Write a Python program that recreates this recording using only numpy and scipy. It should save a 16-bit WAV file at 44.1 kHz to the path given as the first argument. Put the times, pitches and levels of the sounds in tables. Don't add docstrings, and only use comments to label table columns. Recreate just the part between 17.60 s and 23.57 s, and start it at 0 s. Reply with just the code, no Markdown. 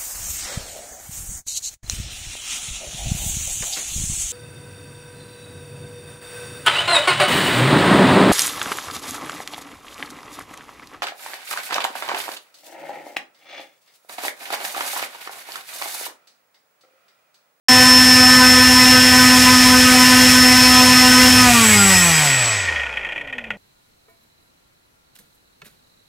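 import sys
import numpy as np
from scipy import signal
from scipy.fft import rfft, irfft, next_fast_len
from scipy.io import wavfile
from scipy.ndimage import uniform_filter1d

SR = 44100
rng = np.random.default_rng(int(sys.argv[2]) if len(sys.argv) > 2 else 0)


def store_pcm(level_fs):
    pcm = np.round(np.clip(level_fs, -1, 1) * 32767).astype(np.int16)
    wavfile.write(sys.argv[1], SR, np.atleast_2d(pcm).T)


def magnitude_from_level(level_db):
    exponent = np.asarray(level_db, float) / 20
    return 10 ** exponent


N = 263361

# time_s, shaft_hz
SHAFT_SPEED = [(0.09, 126.7), (1.55, 126.45), (2.05, 126.2), (3.74, 126.12), (3.81, 125.94), (3.88, 122.77),
               (3.98, 116.18), (4.08, 108.35), (4.18, 101.81), (4.28, 97.12), (4.68, 71.26), (4.78, 63.65),
               (5.08, 42.72), (5.18, 36.63), (5.28, 31.74), (5.58, 21.69), (5.78, 17.43), (5.97, 14.08)]
# time_s, share_of_full (0-1)
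MOTOR_CURRENT = [
    (3.8, 1),
    (3.95, .2),
    (4.2, .04),
    (4.5, 0),
]
# time_s, angle (0-1)
MIC_ANGLE = [
    (0.4, 0),
    (1.05, 0.37),
    (1.5, 0.44),
    (1.8, 0.9),
    (2.4, 0.94),
    (3.05, 0.57),
    (3.6, 0.72),
]
BLADE_ORDERS = [1, 4, 6, 8, 10, 12.06, 16, 18, 20.1, 22.14, 24.12, 26.12, 28.1, 30.1, 32.1, 34.1, 36.05]
# level_db, unsteady_share (0-1)
BLADE_TONES = [(-34.5, 1), (-27.5, 0.59), (-26.5, 0.96), (-22.5, 0.91), (-23, 1), (-22.5, 1), (-25.5, 1),
               (-30.5, 1), (-26.5, 0.82), (-28, 0.99), (-30.5, 0.98), (-29.5, 1), (-34, 1), (-44, 0.32),
               (-38.5, 0.87), (-32.5, 0.66), (-37, 1)]
FULL_CURRENT_ORDERS = [7, 15.12, 19.12, 21.14, 38, 40, 44, 46, 48]
FULL_CURRENT_DB = [-39, -28, -39, -40, -30, -36, -28, -35, -39]
# time_s, level_db
CHOPPER_EFFORT = [
    (3.82, -90),
    (3.87, -24),
    (3.93, -27),
    (4.1, -15.5),
    (4.52, -19),
    (4.87, -21.5),
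    (5.05, -32.5),
    (5.09, -47),
    (5.13, -92),
]
# chopper_multiple, shaft_multiple, mode_hz, level_db
SLIDING_FORCES = [(0, 1, 100, -26), (0, 6, 729, -22), (0, 14, 1400, -21), (0, 16, 1870, -22),
                  (0, 21, 1900, -25), (0, 44, 1850, -19), (0, 21, 2193, -18), (0, 42, 3213, -27),
                  (0, 42, 4960, -33), (0, 49, 4965, -22), (1, -35, 4984, -26), (0, 70, 4988, -25),
                  (0, 77, 5080, -35), (1, -28, 5130, -24), (1, -28, 5220, -22), (0, 98, 5165, -35),
                  (1, -21, 5790, -29), (1, -21, 6030, -30), (0, 84, 6695, -32), (1, -21, 6712, -42)]
# pitch_hz, level_db
AIR_SPECTRUM = [(150, -24), (370, -9), (700, -6), (1300, -4), (2000, 0.5), (3000, -0.5), (4200, -3),
                (5500, -1), (8000, -3), (11000, -8), (15500, -16)]
# pitch_hz, level_db (per Hz)
DRAUGHT_SPECTRUM = [(25, -45), (45, -11), (68, -3), (110, 0.5), (150, -11.5), (220, -7), (300, -10),
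                    (500, -50)]
# pitch_hz, level_db
ROOM_SPECTRUM = [(25, -8), (42, -15), (55, 7.5), (75, -18), (110, -1), (300, -12), (560, 2.5), (900, -10),
                 (1200, -18), (1900, -20), (3500, -32), (15000, -44)]
# pitch_hz, width_hz, level_db
STAND_MODES = [(215, 38, -19), (528, 65, -8.5), (888, 270, -9), (1443, 62, 0), (1878, 64, 11),
               (2470, 186, 6.5), (3250, 203, -2), (6450, 2700, -30.5)]
# time_s, peak_db
BEARING_KNOCKS = [(4.9974, -16), (5.0158, -32), (5.0387, -22), (5.0592, -24), (5.085, -14), (5.159, -15),
                  (5.1949, -17), (5.214, -22), (5.2333, -19), (5.2647, -23), (5.337, -19), (5.3704, -15.5),
                  (5.4094, -25), (5.4467, -18.5), (5.4887, -19.5), (5.5216, -17), (5.5595, -21),
                  (5.577, -22), (5.61, -21.5), (5.6725, -22), (5.7263, -19.5), (5.782, -17.5), (5.84, -22),
                  (5.9042, -15)]
# full_speed_db (on axis), off_axis_db, decade_db (per decade of speed),
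# knee_hz (shaft), steep_db (further, per decade below the knee)
BLADE_LAW = (-16, 2, 40, 32, 80)
HISS_LAW = (-23.5, 1.33, 14.5, 49.5, 102)
TOP_LAW = (-22.5, 1.74, -1.5, 84, 118)
DRAUGHT_LAW = (-30.5, 0.6, 51, 32, 112)
RATTLE_LAW = (-28, 6, 15, 27, 45)

START_S, BASS_LATE_S = .0838, .007
FULL_HZ = 126.4
CUT_S = 3.79
OCTAVE_DB = -6
POLE_DB, POLE_OFF_AXIS_DB, POLE_COLLAPSE_DB_S2 = -11, -7, 2000
MAGNET_DB, MAGNET_SAG_DB_S, MAGNET_CUT_DB, MAGNET_DB_DECADE = -17.5, 1.5, -4, 48
COGGING_DB, COGGING_MODE_HZ, COGGING_WIDTH_HZ = -45.5, 205, 36
CHOPPER_START_HZ, CHOPPER_DRIFT_HZ_S, CHOPPER_SIDE_DB = 7714, 52, -14
MODE_WIDTH, MODE_MIN_HZ = .018, 16
ROOM_DB = -43.5
SLACK_DB = 5


def unit(x):
    return x / np.sqrt(np.mean(np.abs(x) ** 2))


def columns(table):
    s, *rest = np.transpose(table)
    return [np.interp(np.arange(N) / SR, s, c) for c in rest]


def walk(rate_hz):
    knots = uniform_filter1d(rng.standard_normal((2, 4000)), size=2)
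    place = np.arange(N) * np.clip(rate_hz, .1, 300) * 2 / SR
    real = np.interp(place, np.arange(4000), knots[0])
    imaginary = np.interp(place, np.arange(4000), knots[1])
    return real * 0.84 + 1.1j * imaginary


def colour(x, spectrum, lo_hz, hi_hz):
    size = next_fast_len(N)
    hz = np.arange(size // 2 + 1) * SR / size + 1
    curve_hz, curve_db = np.transpose(spectrum)
    shaped = rfft(x, size) * magnitude_from_level(np.interp(np.log(hz), np.log(curve_hz), curve_db))
    band = shaped[(hz > lo_hz) & (hz < hi_hz)]
    return irfft(shaped, size)[:N] * size / np.sqrt(2 * np.sum(np.abs(band) ** 2))


def ring(x, modes):
    return sum((-1) ** k * magnitude_from_level(db) * signal.lfilter(*signal.iirpeak(hz, hz / width, fs=SR), x)
               for k, (hz, width, db) in enumerate(modes))


def law(shaft_hz, angle, full_speed_db, off_axis_db, decade_db, knee_hz, steep_db):
    knee_loss_db = 10 * np.log10(1 + (knee_hz / shaft_hz) ** (steep_db / 10))
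    return full_speed_db + off_axis_db * angle + decade_db * np.log10(shaft_hz / FULL_HZ) - knee_loss_db


def blades(turn, shaft_hz, tone_db):
    out = magnitude_from_level(tone_db + 1.1 * walk(8.1).real) * np.exp(2j * turn)
    load = np.clip((shaft_hz - 20) / (FULL_HZ - 20), 1e-6, 1)
    out = out + (1 - load ** 10) * load * magnitude_from_level(tone_db + OCTAVE_DB) * np.exp(4j * turn)
    coasting = .1 * (1 - load) * np.minimum(load / .2, 1) ** 2
    gusts = magnitude_from_level(2.0 * walk(12).real)
    for order, (db, share) in zip(BLADE_ORDERS, BLADE_TONES):
        share = np.clip(share, 0, 1) * np.sqrt(load)
        eddies = walk(16 + .7 * order) * magnitude_from_level(3 * walk(14).real - 1)
        flutter = np.sqrt(1 - share) + np.sqrt(share) * eddies
        fade = load ** (2.8 - .05 * order) + coasting / (1 + (480 / (order * shaft_hz)) ** 6)
        out = out + fade * gusts * magnitude_from_level(db) * flutter * np.exp(1j * order * (turn + order))
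    return np.sqrt(2) * out.real


def magnets(turn, shaft_hz, angle):
    t = np.arange(N) / SR
    since = np.maximum(t - CUT_S, 0)
    full, = columns(MOTOR_CURRENT)
    pole_db = POLE_DB + POLE_OFF_AXIS_DB * angle - POLE_COLLAPSE_DB_S2 * since ** 2
    magnet_db = MAGNET_DB - MAGNET_SAG_DB_S * (t - since) + MAGNET_CUT_DB * (1 - full)
    magnet_db = magnet_db + MAGNET_DB_DECADE * np.log10(shaft_hz / FULL_HZ)
    detune = (14 * shaft_hz - COGGING_MODE_HZ) / (2 * COGGING_WIDTH_HZ)
    cogging = magnitude_from_level(COGGING_DB) / (1 + detune ** 2)
    out = magnitude_from_level(pole_db) * (1 + 0.2 * walk(16)) * np.exp(42j * turn)
    out = out + (magnitude_from_level(magnet_db) + cogging) * (1 + .3 * walk(20)) * np.exp(14j * turn)

    chop_hz = CHOPPER_START_HZ + CHOPPER_DRIFT_HZ_S * since
    chop_db, = columns(CHOPPER_EFFORT)
    chop = 2 * np.pi * np.cumsum(chop_hz + 6.1 * walk(30).real) / SR
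    sideband = magnitude_from_level(CHOPPER_SIDE_DB) * np.exp(-2j * turn)
    out = out + magnitude_from_level(chop_db) * (1 + 0.19 * walk(25) + sideband) * np.exp(1j * chop)

    for order, db in zip(FULL_CURRENT_ORDERS, FULL_CURRENT_DB):
        out = out + full * magnitude_from_level(db) * (1 + .4 * walk(8)) * np.exp(1j * order * turn)
    for of_chop, of_shaft, mode_hz, db in SLIDING_FORCES:
        off_hz = of_chop * chop_hz + of_shaft * shaft_hz - mode_hz
        flare = np.exp(-(off_hz / max(MODE_WIDTH * mode_hz, MODE_MIN_HZ)) ** 2)
        tone = np.exp(1j * (of_chop * chop + of_shaft * turn))
        out = out + flare * magnitude_from_level(db) * (1 + 0.45 * walk(45)) * tone
    return np.sqrt(2) * out.real


def air(turn, hiss_db, top_db):
    puff = 1 + 0.033 * np.cos(2 * turn) + 0.053 * np.cos(turn) + 0.21 * np.cos(4 * turn)
    rush = rng.standard_normal(N) * puff * magnitude_from_level(1.0 * walk(14).real)
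    noise = colour(rush, AIR_SPECTRUM, lo_hz=8060, hi_hz=15100)
    body = signal.sosfiltfilt(signal.butter(2, 7500, fs=SR, output="sos"), noise)
    return magnitude_from_level(hiss_db) * body + magnitude_from_level(top_db) * (noise - body)


def draught(draught_db):
    buffet = colour(rng.standard_normal(N), DRAUGHT_SPECTRUM, lo_hz=35, hi_hz=109.0)
    return magnitude_from_level(draught_db + 0.91 * walk(4.5).real) * buffet


def room():
    return magnitude_from_level(ROOM_DB) * colour(rng.standard_normal(N), ROOM_SPECTRUM, lo_hz=20, hi_hz=15000)


def bearing(turn, rattle_db, play):
    chance = rng.random((2, N))
    sizes = magnitude_from_level(-2.0 * np.log(chance[1] + 1e-9)) * np.sign(rng.standard_normal(N))
    grains = (chance[0] < 4000 / SR) * sizes
    race = np.interp(turn / (2 * np.pi) * 128 % 128, np.arange(129), rng.standard_normal(129))
    chatter = unit(grains * np.exp(0.99 * np.cos(turn))) + 0.84 * play * race
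    chatter = magnitude_from_level(rattle_db + 2.46 * walk(24).real - 1.0) * unit(ring(chatter, STAND_MODES))

    knocks, age = np.zeros(N), np.arange(2500) / SR
    burst = np.minimum(age / 0.0029, 1) * (np.exp(-(age / .012) ** 2) + 0.17 * np.exp(-age / 0.045))
    for s, db in BEARING_KNOCKS:
        start = int((s - .0018) * SR)
        knocks[start:start + 2500] += magnitude_from_level(db) * burst[:N - start]
    hits = (rng.random(N) < 6000 / SR) * rng.uniform(-0.87, 1, N)
    return chatter + magnitude_from_level(-5) * ring(hits * knocks, STAND_MODES) / ring(hits, STAND_MODES).std()


def scene():
    shaft_hz, = columns(SHAFT_SPEED)
    angle, = columns(MIC_ANGLE)
    full, = columns(MOTOR_CURRENT)
    turn = 2 * np.pi * np.cumsum(shaft_hz + 0.055 * walk(9).real) / SR
    mix = blades(turn, shaft_hz, law(shaft_hz, angle, *BLADE_LAW))
    mix = mix + magnets(turn, shaft_hz, angle)
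    mix = mix + air(turn, law(shaft_hz, angle, *HISS_LAW), law(shaft_hz, angle, *TOP_LAW))
    mix = mix + draught(law(shaft_hz, angle, *DRAUGHT_LAW)) + room()
    rattle_db = law(shaft_hz, angle, *RATTLE_LAW) + SLACK_DB * (1 - full)
    mix = mix + bearing(turn, rattle_db, play=1 - .75 * full)
    return np.tile(mix, (2, 1))


def low_pass(x):
    return signal.sosfilt(signal.butter(12, 15620, fs=SR, output="sos"), x)


def record(dry):
    since_start = np.arange(N) / SR - START_S
    gate = np.clip(since_start / 0.002, 0, 1)
    bass_in = np.clip((since_start - BASS_LATE_S) / .006, 0, 1)
    bass = signal.sosfiltfilt(signal.butter(2, 600, fs=SR, output="sos"), dry)
    flattened = np.clip((dry - bass * (1 - bass_in)) * gate, -.92, .92)
    top_cut = signal.ellip(8, .2, 70, 15500, fs=SR, output="sos")
    return low_pass(signal.sosfilt(top_cut, flattened))


dry = scene()
out = record(dry)
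store_pcm(out)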